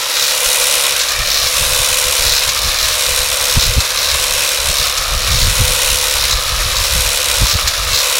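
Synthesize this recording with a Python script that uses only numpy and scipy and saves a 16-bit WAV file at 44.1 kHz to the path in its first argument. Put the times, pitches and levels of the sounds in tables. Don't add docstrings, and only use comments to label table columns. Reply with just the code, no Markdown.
import sys
import numpy as np
from scipy import signal
from scipy.fft import rfft, irfft
from scipy.io import wavfile
from scipy.ndimage import uniform_filter1d, minimum_filter1d, map_coordinates

SR = 44100
rng = np.random.default_rng(int(sys.argv[2]) if len(sys.argv) > 2 else 0)


def materialize(psi):
    bounded = np.clip(np.atleast_2d(psi).T, -1, 1)
    quanta = np.round(bounded * 32767).astype(np.int16)
    wavfile.write(sys.argv[1], SR, quanta)


N = 361179
TIME = np.arange(N) / SR

# f/Hz, level/dB
STEM_COLOUR = [(600, -23), (1500, -4), (3000, -3.5), (4000, 6), (5600, 1), (7200, 2.5), (9000, -14),
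               (16000, -7)]


def from_db(db):
    return 10 ** (np.asarray(db) / 20)


def rms_one(x):
    return x / np.sqrt(np.mean(x ** 2) + 1e-20)


def glide(points):
    return np.interp(TIME, *np.transpose(points))


def drift(rate):
    knots = rng.standard_normal(4096)
    return rms_one(map_coordinates(knots, [TIME * rate], order=3, mode="wrap"))


def swell(s, half_length):
    distance = (TIME - s) / half_length
    return np.exp(-.5 * distance ** 2) * (np.abs(distance) < 5)


def grains(per_s):
    return rms_one((rng.random(N) < per_s / SR) * rng.standard_normal(N))


def coloured(x, colour):
    hz, db = np.transpose(colour)
    grid = np.linspace(1, SR / 2, 4097)
    gain = rms_one(from_db(np.interp(np.log(grid), np.log(hz), db)))
    cepstrum = irfft(np.log(gain))
    cepstrum[1:len(grid) - 1] *= 2
    cepstrum[len(grid):] = 0
    impulse = irfft(np.exp(rfft(cepstrum)))
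    return signal.fftconvolve(x, impulse)[:N]


def resonance(x, hz, width):
    pole = np.exp(-np.pi * width / SR)
    cycles = np.cumsum(hz * np.ones(N) / SR)
    angle = (2 * np.pi * (cycles % 1)).astype(np.float32)
    carriers = np.cos(angle), np.sin(angle)
    return sum(2 * wave * signal.lfilter([1 - pole], [1, -pole], x * wave) for wave in carriers)


def per_stroke(strokes, start, rise, decay, spread_db, jitter):
    chance = rng.standard_normal((1024, 2))
    power = 0
    for back in range(3):
        k = np.floor(strokes - start + .5).astype(int) - back
        age = np.maximum(strokes - start - k - jitter * chance[k, 0], 0)
        attack = 1 - np.exp(-(age / rise) ** 2)
        power += (from_db(spread_db * chance[k, 1]) * attack * np.exp(-age / decay)) ** 2
    return rms_one(np.sqrt(power))


def swing(linger=1.483):
    # t/s, facing (0 aside, 1 at the listener)
    turns = [(0, 0.046), (0.659, 1.34), (1.191, 0.062), (1.96, 1.13), (2.68, 0.22), (3.24, 1.01),
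             (3.86, 0.28), (4.47, 0.84), (5.12, -0.00097), (5.82, 1.08), (6.53, 0.047), (7.16, 0.89),
             (7.76, -0.082), (8.22, 0.92)]
    times = [s for s, _ in turns]
    leg = np.interp(TIME, times, np.arange(len(times)))
    arc = 1 - np.abs(np.cos(np.pi * leg / 2)) ** (2 * linger)
    aside, towards = glide(turns[::2]), glide(turns[1::2])
    return aside + (towards - aside) * arc


def foliage():
    # t/s, level/dB, half length/s, woody share
    bites = [(0.222, 0, 0.056, .35), (1.375, 0.72, 0.0802, 0.1), (2.3, 0, 0.091, 0.3),
             (2.64, -8, 0.054, .2), (2.842, -3.5, 0.06, .3), (3.632, 2, 0.035, 0.5),
             (4.06, -2.5, 0.061, 0.17), (4.808, -4, 0.043, 0), (5.383, -2.5, 0.065, 0.5),
             (6.24, -5.5, 0.066, 0), (6.839, -8, 0.081, 0.3), (7.5, -1.5, 0.046, 0.36),
             (7.962, 1, 0.036, 0.29)]
    power = np.array([(from_db(db) * swell(s, half_length)) ** 2 for s, db, half_length, _ in bites])
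    woody = np.array(bites)[:, 3]
    return np.sqrt((1 - woody) @ power), np.sqrt(woody @ power)


def crank(facing, load, free_per_s=71.7, sag_per_s=1.2, wander=0.0031, reach_m=1.135):
    speed = (free_per_s - sag_per_s * load) * (1 + wander * drift(20))
    early_s = reach_m * facing / 343
    return np.cumsum(speed) / SR + free_per_s * early_s


def cutter_bar(x, shift):
    # f/Hz, width/Hz, level/dB
    modes = [(2570, 350, -8), (3780, 430, 0.5), (5500, 180, -3.5), (9720, 110, -4)]
    return x + sum(from_db(db) * resonance(x, hz * shift, width) for hz, width, db in modes)


def knocks(strokes, push, shift):
    # f/Hz, level/dB
    colour = [(600, -24), (1100, -4.5), (1600, -6), (2100, -1.5), (3000, 2.5), (4500, -1), (6500, 2.5),
              (9700, 0), (12000, -1), (13300, -7), (15500, -6.5)]
    bursts = per_stroke(strokes, start=0, rise=0.076, decay=0.31, spread_db=2.5, jitter=0.011)
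    scrape_share = np.clip(0.055 + 0.27 * push, 0, 1)
    contact = np.sqrt((1 - scrape_share) * bursts ** 2 + scrape_share)
    rattle = coloured(contact * grains(per_s=11000), colour)
    return from_db(0.1 * push) * rms_one(cutter_bar(rattle, shift))


def rasp(strokes):
    # f/Hz, level/dB
    colour = [(400, -34.5), (750, -6), (950, -2), (1300, -2), (1700, -10), (2400, -0.5), (3200, -5.5),
              (6000, -20.5), (12000, -37)]
    bursts = per_stroke(strokes, start=0.428, rise=0.068, decay=0.33, spread_db=-0.14, jitter=0.019)
    return rms_one(coloured(bursts * grains(per_s=5000), colour))


def cooling_air(shift, flutter_db=1.5):
    # f/Hz, level/dB
    colour = [(60, -17), (200, -16), (380, -5.5), (550, -15), (800, -8), (1200, 2.5), (2000, -1),
              (3200, -2.5), (4000, -0.5), (5800, -0.5), (8000, -4), (11000, -3), (13500, -10), (16000, -20)]
    rush = rng.standard_normal(N) * from_db(flutter_db * drift(60))
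    return rms_one(cutter_bar(coloured(rush, colour), shift))


def drone(strokes, hum_db=-6, waver_db=1.0):
    # f/Hz, level/dB
    colour = [(250, -17.5), (400, -23.5), (455, -4.5), (505, -0.5), (570, 2), (660, -1), (780, -7.5),
              (1100, -24.5)]
    bursts = per_stroke(strokes, start=0.52, rise=0.15, decay=0.78, spread_db=0.5, jitter=0.023)
    boom = rms_one(coloured(bursts * rng.standard_normal(N), colour))
    rotor_turns = 7 * strokes + 0.03 * drift(30)
    hum = rms_one(np.sin(2 * np.pi * rotor_turns) * from_db(waver_db * drift(20)))
    return rms_one(boom + from_db(hum_db) * hum)


def nasal_peaks(strokes, facing, swing_db=-10, sink=0.08):
    # f/Hz, width/Hz, level/dB
    peaks = [(1284, 150, 9), (1770, 210, -10.5), (2560, 170, -11)]
    # t/s, level/dB
    levels = [(0, -48), (3.8, -37), (5.0, -30), (8.19, -29.5)]
    bursts = per_stroke(strokes, start=0.46, rise=0.13, decay=0.34, spread_db=-2.0, jitter=0.037)
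    grit = bursts * grains(per_s=5000)
    nasal = sum(from_db(db) * resonance(grit, hz * (1 - sink * facing), width) for hz, width, db in peaks)
    return from_db(glide(levels) + swing_db * facing) * rms_one(nasal)


def leaves(strokes, soft, woody, brush_db=-12):
    # f/Hz, level/dB
    colour = [(600, -22.5), (1500, -7), (3000, -7.5), (3600, 2.5), (4080, 8), (4700, 2.5), (5500, 5),
              (6200, -1.5), (8000, -14), (12000, -12.5), (15500, -10)]
    bursts = per_stroke(strokes, start=0.044, rise=0.053, decay=0.57, spread_db=2.0, jitter=0.04)
    crunch = np.hypot(soft, from_db(brush_db)) * coloured(bursts * grains(per_s=4000), colour)
    return crunch + woody * coloured(bursts * grains(per_s=3300), STEM_COLOUR)


def twigs(decay_s=.008, trim_db=-3, top_cut_db=6):
    # t/s, relative level/dB
    snaps = [(0.458, -8), (0.998, -6), (1.013, -7), (1.085, -8), (2.3632, -4), (2.4903, -3), (3.803, -6),
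             (4.975, -5.5), (6.309, -4.5), (6.324, -6), (6.7669, -7), (7.6745, 4)]
    envelope = np.zeros(N)
    for s, db in snaps:
        at = int(s * SR)
        envelope[at:] += from_db(db + trim_db) * np.exp(-np.minimum(TIME[:N - at] / decay_s, 20))
    duller = [(hz, db - top_cut_db * (hz > 10000)) for hz, db in STEM_COLOUR]
    return coloured(envelope * grains(per_s=13000), duller)


def wind(lump_db=3.0, eddy_hz=110, eddy_db=1.0, eddy_growth=2.02):
    # t/s, relative level/dB
    breeze = [(0, -52), (.95, -34.5), (1.3, -29.5), (2.7, -30.5), (3.4, -29), (4.45, -31.5), (5.3, -18.5),
              (6.05, -24), (6.6, -20.5), (7.2, -26.5), (7.9, -25), (8.19, -44)]
    # t/s, relative level/dB, half length/s
    gusts = [(0.464, -26, 0.017), (1.21, -15, 0.021), (1.443, -23, 0.018), (1.612, -15, 0.02),
             (1.693, -17, 0.046), (1.807, -19, 0.016), (2.064, -22, 0.017), (2.216, -16.5, 0.013),
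             (2.268, -17, 0.015), (2.33, -23, 0.018), (2.488, -19, 0.011), (2.602, -26, 0.015),
             (2.669, -12.5, 0.019), (2.85, -21, 0.022), (3.118, -21, 0.021), (3.204, -21.5, 0.018),
             (3.578, -4, 0.011), (3.682, -13, 0.036), (3.78, -5, 0.014), (4.144, -23, 0.021),
             (4.703, -15.5, 0.016), (4.808, -16, 0.017), (5.16, -15.5, 0.045), (5.327, -11.5, 0.037),
             (5.447, -9.5, 0.041), (5.611, -7, 0.024), (5.701, -13, 0.019), (5.932, -21, .018),
             (6.26, -19, 0.018), (6.364, -18, .025), (6.514, -17, 0.021), (6.649, -16, 0.018),
             (6.815, -16.5, 0.013), (6.964, -14, 0.034), (7.426, -4.5, 0.016), (7.556, -9.5, 0.011),
             (7.656, -16.5, 0.021), (7.803, -18, 0.018), (7.93, -17.5, 0.015)]
    # f/Hz, level/dB
    colour = [(12, -9.5), (28, 1.5), (60, 2), (110, -8), (180, -20), (260, -37), (500, -43.5), (1500, -59)]
    lumpy = from_db(glide(breeze) + lump_db * drift(18))
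    gust_power = sum((from_db(db) * swell(s, half_length)) ** 2 for s, db, half_length in gusts)
    flow = np.sqrt(lumpy ** 2 + gust_power)
    rumble, eddies = (coloured(white, colour) for white in rng.standard_normal((2, N)))
    eddies = rms_one(signal.sosfilt(signal.butter(2, eddy_hz, "high", fs=SR, output="sos"), eddies))
    return from_db(-3.5) * flow * rms_one(rumble) + from_db(eddy_db) * flow ** eddy_growth * eddies


def brief_peaks(strokes, width_hz=90):
    # t/s, level/dB, half length/s, f/Hz
    notes = [(0.9, -31, 0.055, 2420), (1.166, -29, .12, 1830), (1.191, -27, 0.061, 2330),
             (4.553, -31, 0.11, 2344)]
    bursts = per_stroke(strokes, start=0, rise=0.032, decay=0.43, spread_db=-3, jitter=0.018)
    grit = bursts * grains(per_s=5000)
    return sum(from_db(db) * swell(s, half_length) * rms_one(resonance(grit, hz, width_hz))
               for s, db, half_length, hz in notes)


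def looseness():
    # t/s, level change/dB, half length/s
    spells = [(.39, -2.5, 0.031), (0.871, 1, .04), (1.152, -1, 0.04), (3.324, -2, 0.026), (3.52, 1.5, .04),
              (4.433, 1.5, 0.039), (4.615, -2.5, .025), (6.354, -1.5, 0.022), (7.41, 2, 0.04)]
    return from_db(sum(db * swell(s, half_length) for s, db, half_length in spells))


def beaming(x, facing, treble_hz=7200, lobe_width_hz=750):
    # t/s, f/Hz
    centre = [(0.6, 9520), (1.85, 9300), (2.15, 8540), (3.3, 8400), (4.5, 8300), (5.8, 9200), (6.5, 8706),
              (7.3, 8320)]
    treble = signal.sosfiltfilt(signal.butter(2, treble_hz, "high", fs=SR, output="sos"), x)
    lobe = resonance(x, glide(centre), lobe_width_hz)
    treble_db, lobe_db = -3 + 2 * facing, -2 + 4.5 * facing
    return x + (from_db(treble_db) - 1) * treble + (from_db(lobe_db) - 1) * lobe


def outdoors(x, facing, ground_db=-9, ground_cut_hz=2200, stretch=.035):
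    # t/s, lag/s
    ground_lag = [(0, .00205), (.85, .00207), (1.15, .00166), (1.33, .00163), (1.7, .002), (2.3, .00205),
                  (2.6, .00172), (2.85, .00173), (3.1, .002), (3.6, .00198), (4.1, .00185), (4.6, .00203),
                  (4.85, .0017), (5.25, .00166), (5.45, .002), (6.15, .00208), (6.33, .00174), (6.7, .0017),
                  (6.88, .002), (7.4, .00203), (7.6, .00172), (7.85, .00174), (8.1, .00203)]
    # lag/s, level/dB
    echoes = [(.0053, -38), (.0117, -28.5), (0.0208, -15.5), (0.036, -18.5), (.061, -14)]
    dull = signal.sosfiltfilt(signal.butter(1, ground_cut_hz, fs=SR, output="sos"), x)
    ground = from_db(ground_db) * np.interp(TIME - glide(ground_lag), TIME, dull)
    lengthen = 1 + stretch * facing
    scatter = sum(from_db(db) * np.interp(TIME - lag * lengthen, TIME, x, left=0) for lag, db in echoes)
    return x + ground + scatter


def scene():
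    facing = swing()
    push = rms_one(np.gradient(facing))
    soft, woody = foliage()
    strokes = crank(facing, load=np.hypot(soft, woody))
    bar_shift = 1 + 0.0069 * push + .01 * drift(7)
    clatter = from_db(-23.5 + 8 * facing) * knocks(strokes, push, bar_shift) + brief_peaks(strokes)
    gears = from_db(-28 + 1.7 * facing) * rasp(strokes)
    air = from_db(-19.5 - 0.7 * facing) * cooling_air(bar_shift)
    housing = from_db(-33.5 + 4 * facing + 0.15 * push) * drone(strokes)
    tool = looseness() * (clatter + air) + gears + housing + nasal_peaks(strokes, facing)
    cutting = from_db(-12.5) * leaves(strokes, soft, woody) + twigs()
    return (outdoors(beaming(tool, facing) + cutting, facing) + wind())[None]


def record(dry, ceiling=.70, window_samples=14, cutoff_hz=15800):
    lowpass = signal.ellip(12, .05, 60, cutoff_hz, fs=SR, output="sos")
    x = signal.sosfiltfilt(lowpass, dry)
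    needed = ceiling / np.maximum(np.abs(x), ceiling)
    gain = uniform_filter1d(minimum_filter1d(needed, window_samples), window_samples)
    return signal.sosfiltfilt(lowpass, gain * x)


dry = scene()
out = record(dry)
materialize(out)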